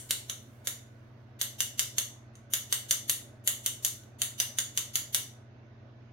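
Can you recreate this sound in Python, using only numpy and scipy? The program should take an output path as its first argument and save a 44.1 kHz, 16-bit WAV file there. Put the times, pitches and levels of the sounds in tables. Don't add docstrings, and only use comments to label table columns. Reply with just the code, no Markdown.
import sys
import numpy as np
from scipy import signal
from scipy.fft import irfft
from scipy.io import wavfile
from scipy.ndimage import uniform_filter1d

SR = 44100
rng = np.random.default_rng(int(sys.argv[2]) if len(sys.argv) > 2 else 0)


def persist_wave(psi):
    counts = np.round(np.clip(psi, -1, 1) * 32767).astype(np.int16)
    wavfile.write(sys.argv[1], SR, np.atleast_2d(counts).T)


def level_to_linear(level):
    exponent = np.asarray(level, float) / 20
    return 10 ** exponent


N = 270093

# [hz, level_db per Hz]
AIR_SPECTRUM = [(25, -19), (60, -11.5), (120, 2.5), (170, -12), (250, -2), (520, -12), (580, -7.5),
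                (730, -9), (800, -13.5), (1350, -15.5), (1700, -16), (6300, -35.5), (7500, -51),
                (16000, -54.5)]
AIR_DB = -58.5
# [pitch_hz, width_hz, level_db]
FAN_WHISTLES = [(575, 8, 8), (1495, 12, 10), (6300, 50, 8)]
# [hz, left_right_likeness]
AIR_LIKENESS = [(60, 1), (180, 1), (550, 0.59), (1650, 0.0), (4970, 0.08), (15000, 0.0097)]
# [hz, left_minus_right_db]
AIR_LEAN = [(60, 2.5), (250, -4), (1500, -2), (6000, -7)]

SHAFT_HZ, MAINS_HZ = 30.2, 100.2
MOTOR_ORDERS = [(2, 0), (3, 0), (0, 1), (4, 0), (1, 1), (5, 0), (7, 0), (4, 1), (1, 2), (5, 1), (6, 1),
                (10, 0), (8, 1), (10, 1), (13, 1), (21, 0), (22, 0)]
# [level_db rms, left_minus_right_db]
MOTOR_LEVELS = [(-72.5, -4.5), (-68.5, 3), (-61.5, -3.5), (-54, 0), (-73, 0.5), (-82, 6.5), (-80.5, -22),
                (-66, -2.5), (-73.5, 4.5), (-76, -6.5), (-85, 12), (-76, -2.5), (-73.5, 2), (-75.5, 1),
                (-81, -11), (-77, 14.5), (-76.5, -7.5)]

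# [start_s, level_db, brightness_db per octave, favoured_hz, damped_hz]
KNOCKS = [(0.107, -16, -0.5, 4310, 6180), (0.2964, -24.5, -1.4, 3580, 7400),
          (0.6712, -19, -1.3, 10330, 3180), (1.4129, -18, 0.8, 1840, 9300), (1.604, -16, 0.5, 2730, 11600),
          (1.793, -15, 0.6, 2680, 10050), (1.982, -16.1, -0.3, 6260, 12300), (2.5353, -15, 0.3, 9330, 8600),
          (2.7247, -14, -0.16, 8300, 6700), (2.9087, -13, 0.2, 9660, 10140),
          (3.0956, -14, 1.3, 12300, 5960), (3.4745, -13.5, 0.35, 11600, 5860),
          (3.6607, -17, 0.7, 13940, 11300), (3.8475, -15.5, 1.5, 7800, 14640),
          (4.2172, -16, 0.2, 11300, 5640), (4.4, -15, -0.65, 6300, 6900), (4.585, -16.5, -0.66, 3250, 3060),
          (4.774, -16.5, -0.66, 14600, 11600), (4.955, -16, -0.0, 6900, 8340),
          (5.1456, -13.5, -0.1, 7750, 7120)]
# [start_s, level_db, low_ring_db, high_ring_db, mesh_db]
TOUCHES = [
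    (-.08, -22.5, 1, 13.5, -0.5),
    (2.353, -47, -2.5, -3, -9),
    (4.035, -51.5, 2, -7, -0.5),
    (5.997, -77, 0, -6.5, -12),
]
COLOUR_HZ = [1200, 3500, 6400, 9200, 13000]
# [hz, level_db]
SIEVE_RING = [(200, -17), (450, -14), (900, -15.5), (2100, -6.5), (2950, 0), (3500, -2), (4500, -7.5),
              (6200, 1), (7100, -2), (8200, -5), (9300, -5), (12700, -2), (15600, -9.5)]
# [pitch_hz, width_hz, level_db]
RING_GAPS = [(850, 37, -7.5), (2500, 150, -13), (3266, 57, -6), (4104, 60, -4), (5570, 390, -4.5),
             (7870, 160, -7), (12300, 100, -4), (13700, 710, -4.5)]
# [pitch_hz, width_hz, level_db]
TICK_NULL = [(5190, 140, -19)]
OVERTONE = 2
FAVOUR_DB, FAVOUR_OVER_DB, DAMP_DB, DAMP_OVER_DB = 3.5, 5, -6.0, -3
GRAIN_DB, GRAIN_COUNT, GRAIN_FULL_HZ = 2.4, 7, 8000

# [hz, left_db, right_db]
PORT_SHADING = [(525, -5.5, -1), (2010, -1.5, 6), (3740, 4.5, 6.5), (6330, 3, 9), (9360, 8, -0.5),
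                (12500, 1, 3.5), (13300, 9, 6.5), (16300, -14, -4)]
# [delay_ms, left_db, right_db]
ECHOES = [
    (0, 1.5, 1),
    (2.3, -8.5, -10),
    (3.9, -15.5, -15),
    (5.15, -3, -7),
    (15.2, -17, -8),
]
# [hz, t60_s]
KITCHEN_DECAY = [(500, 0.45), (1300, 0.3), (3500, 0.34), (6300, 0.36), (9200, 0.3), (15000, 0.25)]
# [pitch_hz, width_hz, added_t60_s]
LINGERING = [(2000, 170, 0.091), (3550, 91, .08), (5800, 150, .05)]
# [pitch_hz, width_hz, level_db]
TAIL_SHADING = [(8340, 1400, 4.5), (7130, 360, -7.5)]

# [time_s, pitch_hz]
THUMP_PITCH = [(.7, 520), (1.4, 1030), (2.5, 1187)]
THUMP_DB, THUMP_LEAD_MS, THUMP_FADE_DB_PER_S = -22, 0.24, 2.7
HAND_HZ, HAND_DB, HAND_SPREAD = 483, -28.5, .25

SIFT_DB, SIFT_T60, HEAP_DB, HEAP_T60 = -51, 0.73, -58.5, 2.5
# [start_s, level_db]
SLIDES = [
    (1.2, -82),
    (2.38, -86),
    (4.03, -81),
]
SLIDE_RISE_S, SLIDE_T60 = .02, 0.24
EMPTY_S, RUNS_OUT_S = 5.2, .6

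# [hz, level_db]
SMEAR_STEP = [(300, -19), (1300, -3.5), (3000, -4), (8000, -5), (15000, -1.5)]
# [hz, level_db]
SMEAR_FLOOR = [(300, -100), (4000, -89.5), (6500, -84.5), (7500, -70.5), (11000, -72), (12500, -86.5)]
HOP, GRID, SMEAR_SR, EDGE_HZ = 1024, 96, 48000, 15830


def evened(x):
    return x / np.sqrt(np.mean(x ** 2) + 1e-20)


def read(points, hz, count=1):
    table = np.array(points, float)
    return np.interp(np.log(hz + 1), np.log(table[:, 0] + 1), table[:, count])


def bumps(rows, hz):
    return sum(db * np.exp(-.5 * ((hz - f) / width) ** 2) for f, width, db in rows)


def cut(x, edge_hz, size=1601):
    fir = signal.firwin(size, edge_hz, window=("kaiser", 9), fs=SR)
    return signal.oaconvolve(x, fir[None], "same")


def add(mix, s, sound):
    at = round(s * SR)
    sound = sound[:, max(-at, 0):]
    part = mix[:, max(at, 0):][:, :sound.shape[1]]
    part += sound[:, :part.shape[1]]


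def air(patchy_db=1.5):
    frames, hz = N // 512 + 5, np.fft.rfftfreq(2048, 1 / SR)
    a, b, c, d, patches = rng.standard_normal((frames, 1025, 5)).T
    patches = uniform_filter1d(patches, size=16, axis=0)
    patches = evened(uniform_filter1d(patches, size=6, axis=1))
    same = np.clip(read(AIR_LIKENESS, hz), -1, 1)[:, None]
    left = a + 1j * b
    right = same * left + np.sqrt(1 - same ** 2) * (c + 1j * d)
    colour_db = (read(AIR_SPECTRUM, hz) + bumps(FAN_WHISTLES, hz))[:, None]
    lean_db = np.outer([.5, -.5], read(AIR_LEAN, hz))[..., None]
    z = np.array([left, right]) * level_to_linear(colour_db + patchy_db * patches + lean_db)
    noise = signal.istft(z, nperseg=2048, noverlap=1536)[1][:, :N]
    return level_to_linear(AIR_DB) * evened(cut(noise, EDGE_HZ))


def fridge():
    t, out = np.arange(N) / SR, np.zeros((2, N))
    turns = rng.random(len(MOTOR_LEVELS))
    for (order, hum), (db, lean_db), turn in zip(MOTOR_ORDERS, MOTOR_LEVELS, turns):
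        pitch_hz = order * SHAFT_HZ + hum * MAINS_HZ
        line = np.sqrt(2) * np.sin(2 * np.pi * (pitch_hz * t + turn))
        out += level_to_linear([[db + lean_db / 2], [db - lean_db / 2]]) * line
    return out


def flour():
    grains = rng.standard_normal((2, N)) * level_to_linear(0.93 * rng.exponential(1, (2, N)))
    bright = signal.lfilter(*signal.butter(2, 4000, "high", fs=SR), grains)
    t = np.arange(N) / SR
    starts = [(s, db, SLIDE_T60) for s, db in SLIDES]
    for s, blow_db, *_ in KNOCKS:
        load = np.clip((EMPTY_S - s) / RUNS_OUT_S, .01, 1)
        starts.append((s, blow_db + SIFT_DB + 20 * np.log10(load), SIFT_T60))
    power = level_to_linear(HEAP_DB - 60 * t / HEAP_T60) ** 2
    for s, db, t60 in starts:
        rise = np.clip((t - s) / SLIDE_RISE_S, 0, 1)
        power += rise * level_to_linear(db - 60 * abs(t - s) / t60) ** 2
    return np.sqrt(power) * evened(cut(bright, EDGE_HZ))


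def room_tail(start_ms=7.7, rise_ms=3.0):
    size = SR // 2
    taps = np.zeros((2, size))
    at = np.arange(0, size - 12, 12) + rng.integers(0, 12, (2, (size - 1) // 12))
    np.put_along_axis(taps, at, rng.choice([-1., 1.], at.shape), 1)
    hz, t, z = signal.stft(taps, SR, nperseg=256)
    t60 = (read(KITCHEN_DECAY, hz) + bumps(LINGERING, hz))[:, None]
    shade_db = np.outer([1, -1], bumps(TAIL_SHADING, hz))[..., None]
    tail = signal.istft(z * level_to_linear(shade_db - 60 * t / t60), SR, nperseg=256)[1]
    ms = np.arange(tail.shape[1]) / SR * 1000
    tail = tail * np.clip((ms - start_ms) / rise_ms + 1, 0, 1)
    return tail / np.linalg.norm(tail[0])


def palm(t60=0.031, rise_ms=0.77, room_db=-5.0):
    out, t = np.zeros((1, N)), np.arange(4000)[None] / SR

    def thud(db, hz):
        swell = 1 - np.exp(-1000 * t / rise_ms)
        return level_to_linear(db - 60 * t / t60) * swell * np.sin(2 * np.pi * hz * t)

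    chances = rng.uniform(-1, 1, len(KNOCKS))
    for (s, blow_db, *_), chance in zip(KNOCKS, chances):
        thump_db = blow_db + THUMP_DB - THUMP_FADE_DB_PER_S * s
        thump_hz = np.interp(s, *np.transpose(THUMP_PITCH))
        add(out, s - THUMP_LEAD_MS / 1000, thud(thump_db, thump_hz))
        add(out, s, thud(blow_db + HAND_DB, HAND_HZ * (1 + HAND_SPREAD * chance)))
    return out + level_to_linear(room_db) * signal.fftconvolve(out, room_tail(), axes=1)[:, :N]


def ringing(hz, count, narrow_hz, wide_hz):
    pitch, width = rng.random((2, 2, count, 1))
    off = hz - 15500 * pitch
    width = narrow_hz + (wide_hz - narrow_hz) * width
    return np.prod((1j * off - width) / (1j * off + width), axis=1)


def tick(hz, colour_db, spots, top_hz=16700):
    db = read(SIEVE_RING, hz) + bumps(RING_GAPS + spots, hz)
    db += bumps(TICK_NULL, hz + rng.normal(0, 70))
    db += np.interp(np.log(hz + 1), np.log(COLOUR_HZ), colour_db)
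    chance = uniform_filter1d(rng.standard_normal(len(hz)), size=GRAIN_COUNT)
    chance = evened(uniform_filter1d(chance, size=GRAIN_COUNT))
    db += GRAIN_DB * np.sqrt(np.minimum(hz / GRAIN_FULL_HZ, 1)) * chance
    db -= 40 * np.clip((hz - top_hz) / 300 + 1, 0, 2)
    db += 40 * np.log10((hz + 10) / (hz + 120))
    log_gain = np.log(level_to_linear(db))
    mirrored = np.r_[log_gain, log_gain[-2:0:-1]]
    causal = np.exp(np.conj(signal.hilbert(mirrored))[:len(hz)])
    return causal * ringing(hz, count=12, narrow_hz=200, wide_hz=550)[:1]


def knock(blow_db, colour_db, spots, room, room_db=5.0):
    hz = np.fft.rfftfreq(2048, 1 / SR)
    z = tick(hz, colour_db, spots)
    fade = np.cos(np.linspace(0, np.pi / 2, 2048)) ** 2
    ports = level_to_linear([read(PORT_SHADING, hz, count=k) for k in (1, 2)])
    paths = 0
    for ms, left, right in ECHOES:
        delay = np.exp(-2j * np.pi * hz * ms / 1000)
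        scatter = ringing(hz, count=4, narrow_hz=240, wide_hz=550)
        paths = paths + level_to_linear([[left], [right]]) * delay * scatter
    out = level_to_linear(room_db) * signal.fftconvolve(irfft(z) * fade, room, axes=1)
    add(out, 0, irfft(z * ports * paths) * fade)
    return level_to_linear(blow_db + 18.5) * out


def sieve(spot_hz=300, moved=0.45, lag_ms=.6):
    out, kitchen = np.zeros((2, N)), room_tail()
    octaves = np.log2(np.array(COLOUR_HZ) / np.median(COLOUR_HZ))
    hits = []
    for s, db, tilt_db, up_hz, down_hz in KNOCKS:
        spots = [(up_hz, spot_hz, FAVOUR_DB), (OVERTONE * up_hz, spot_hz, FAVOUR_OVER_DB),
                 (down_hz, spot_hz, DAMP_DB), (OVERTONE * down_hz, spot_hz, DAMP_OVER_DB)]
        hits.append((s, db, tilt_db * octaves, spots))
    hits += [(s, db, [0, low, 0, high, mesh], []) for s, db, low, high, mesh in TOUCHES]
    rooms = [cut(np.sqrt(1 - moved) * kitchen + np.sqrt(moved) * room_tail(), EDGE_HZ)
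             for _ in range(4)]
    for k, (s, db, colour_db, spots) in enumerate(hits):
        add(out, s + lag_ms / 1000, knock(db, colour_db, spots, rooms[k % len(rooms)]))
    return out


def scene():
    return air() + fridge() + flour() + palm() + sieve()


def smear(x):
    low = cut(x, EDGE_HZ)
    fast = signal.resample_poly(low, 160, 147, axis=1)
    fast = np.pad(fast, ((0, 0), (2 * HOP - GRID, 2 * HOP)), "reflect")
    n, k = np.arange(2 * HOP), np.arange(HOP)
    window = np.sin(np.pi * (n + .5) / (2 * HOP))
    basis = window * np.cos(np.pi / HOP * np.outer(k + .5, n + .5 + HOP / 2)) * np.sqrt(2 / HOP)
    at = HOP * np.arange(fast.shape[1] // HOP - 1)[:, None] + n
    hz = (k + .5) * SMEAR_SR / (2 * HOP)
    bins = (fast[:, at].reshape(-1, 2 * HOP) @ basis.T).reshape(2, -1, HOP)
    level = np.sqrt(abs(uniform_filter1d(bins ** 2, size=9, axis=2)))
    step = np.maximum(level * level_to_linear(read(SMEAR_STEP, hz)), level_to_linear(read(SMEAR_FLOOR, hz)))
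    rounded = np.sign(bins) * np.floor(abs(bins) / step + .42) * step * (hz < EDGE_HZ)
    frames = (rounded.reshape(-1, HOP) @ basis).reshape(2, -1, 2 * HOP)
    joined = np.array([np.bincount(at.ravel(), side.ravel(), fast.shape[1]) for side in frames])
    slow = signal.resample_poly(joined[:, 2 * HOP - GRID:], 147, 160, axis=1)[:, :N]
    return slow + x - low


def roll_off(x):
    return signal.sosfilt(signal.butter(12, 16990, fs=SR, output="sos"), x)


def record(dry):
    mix = smear(dry)
    return roll_off(mix)


dry = scene()
out = record(dry)
persist_wave(out)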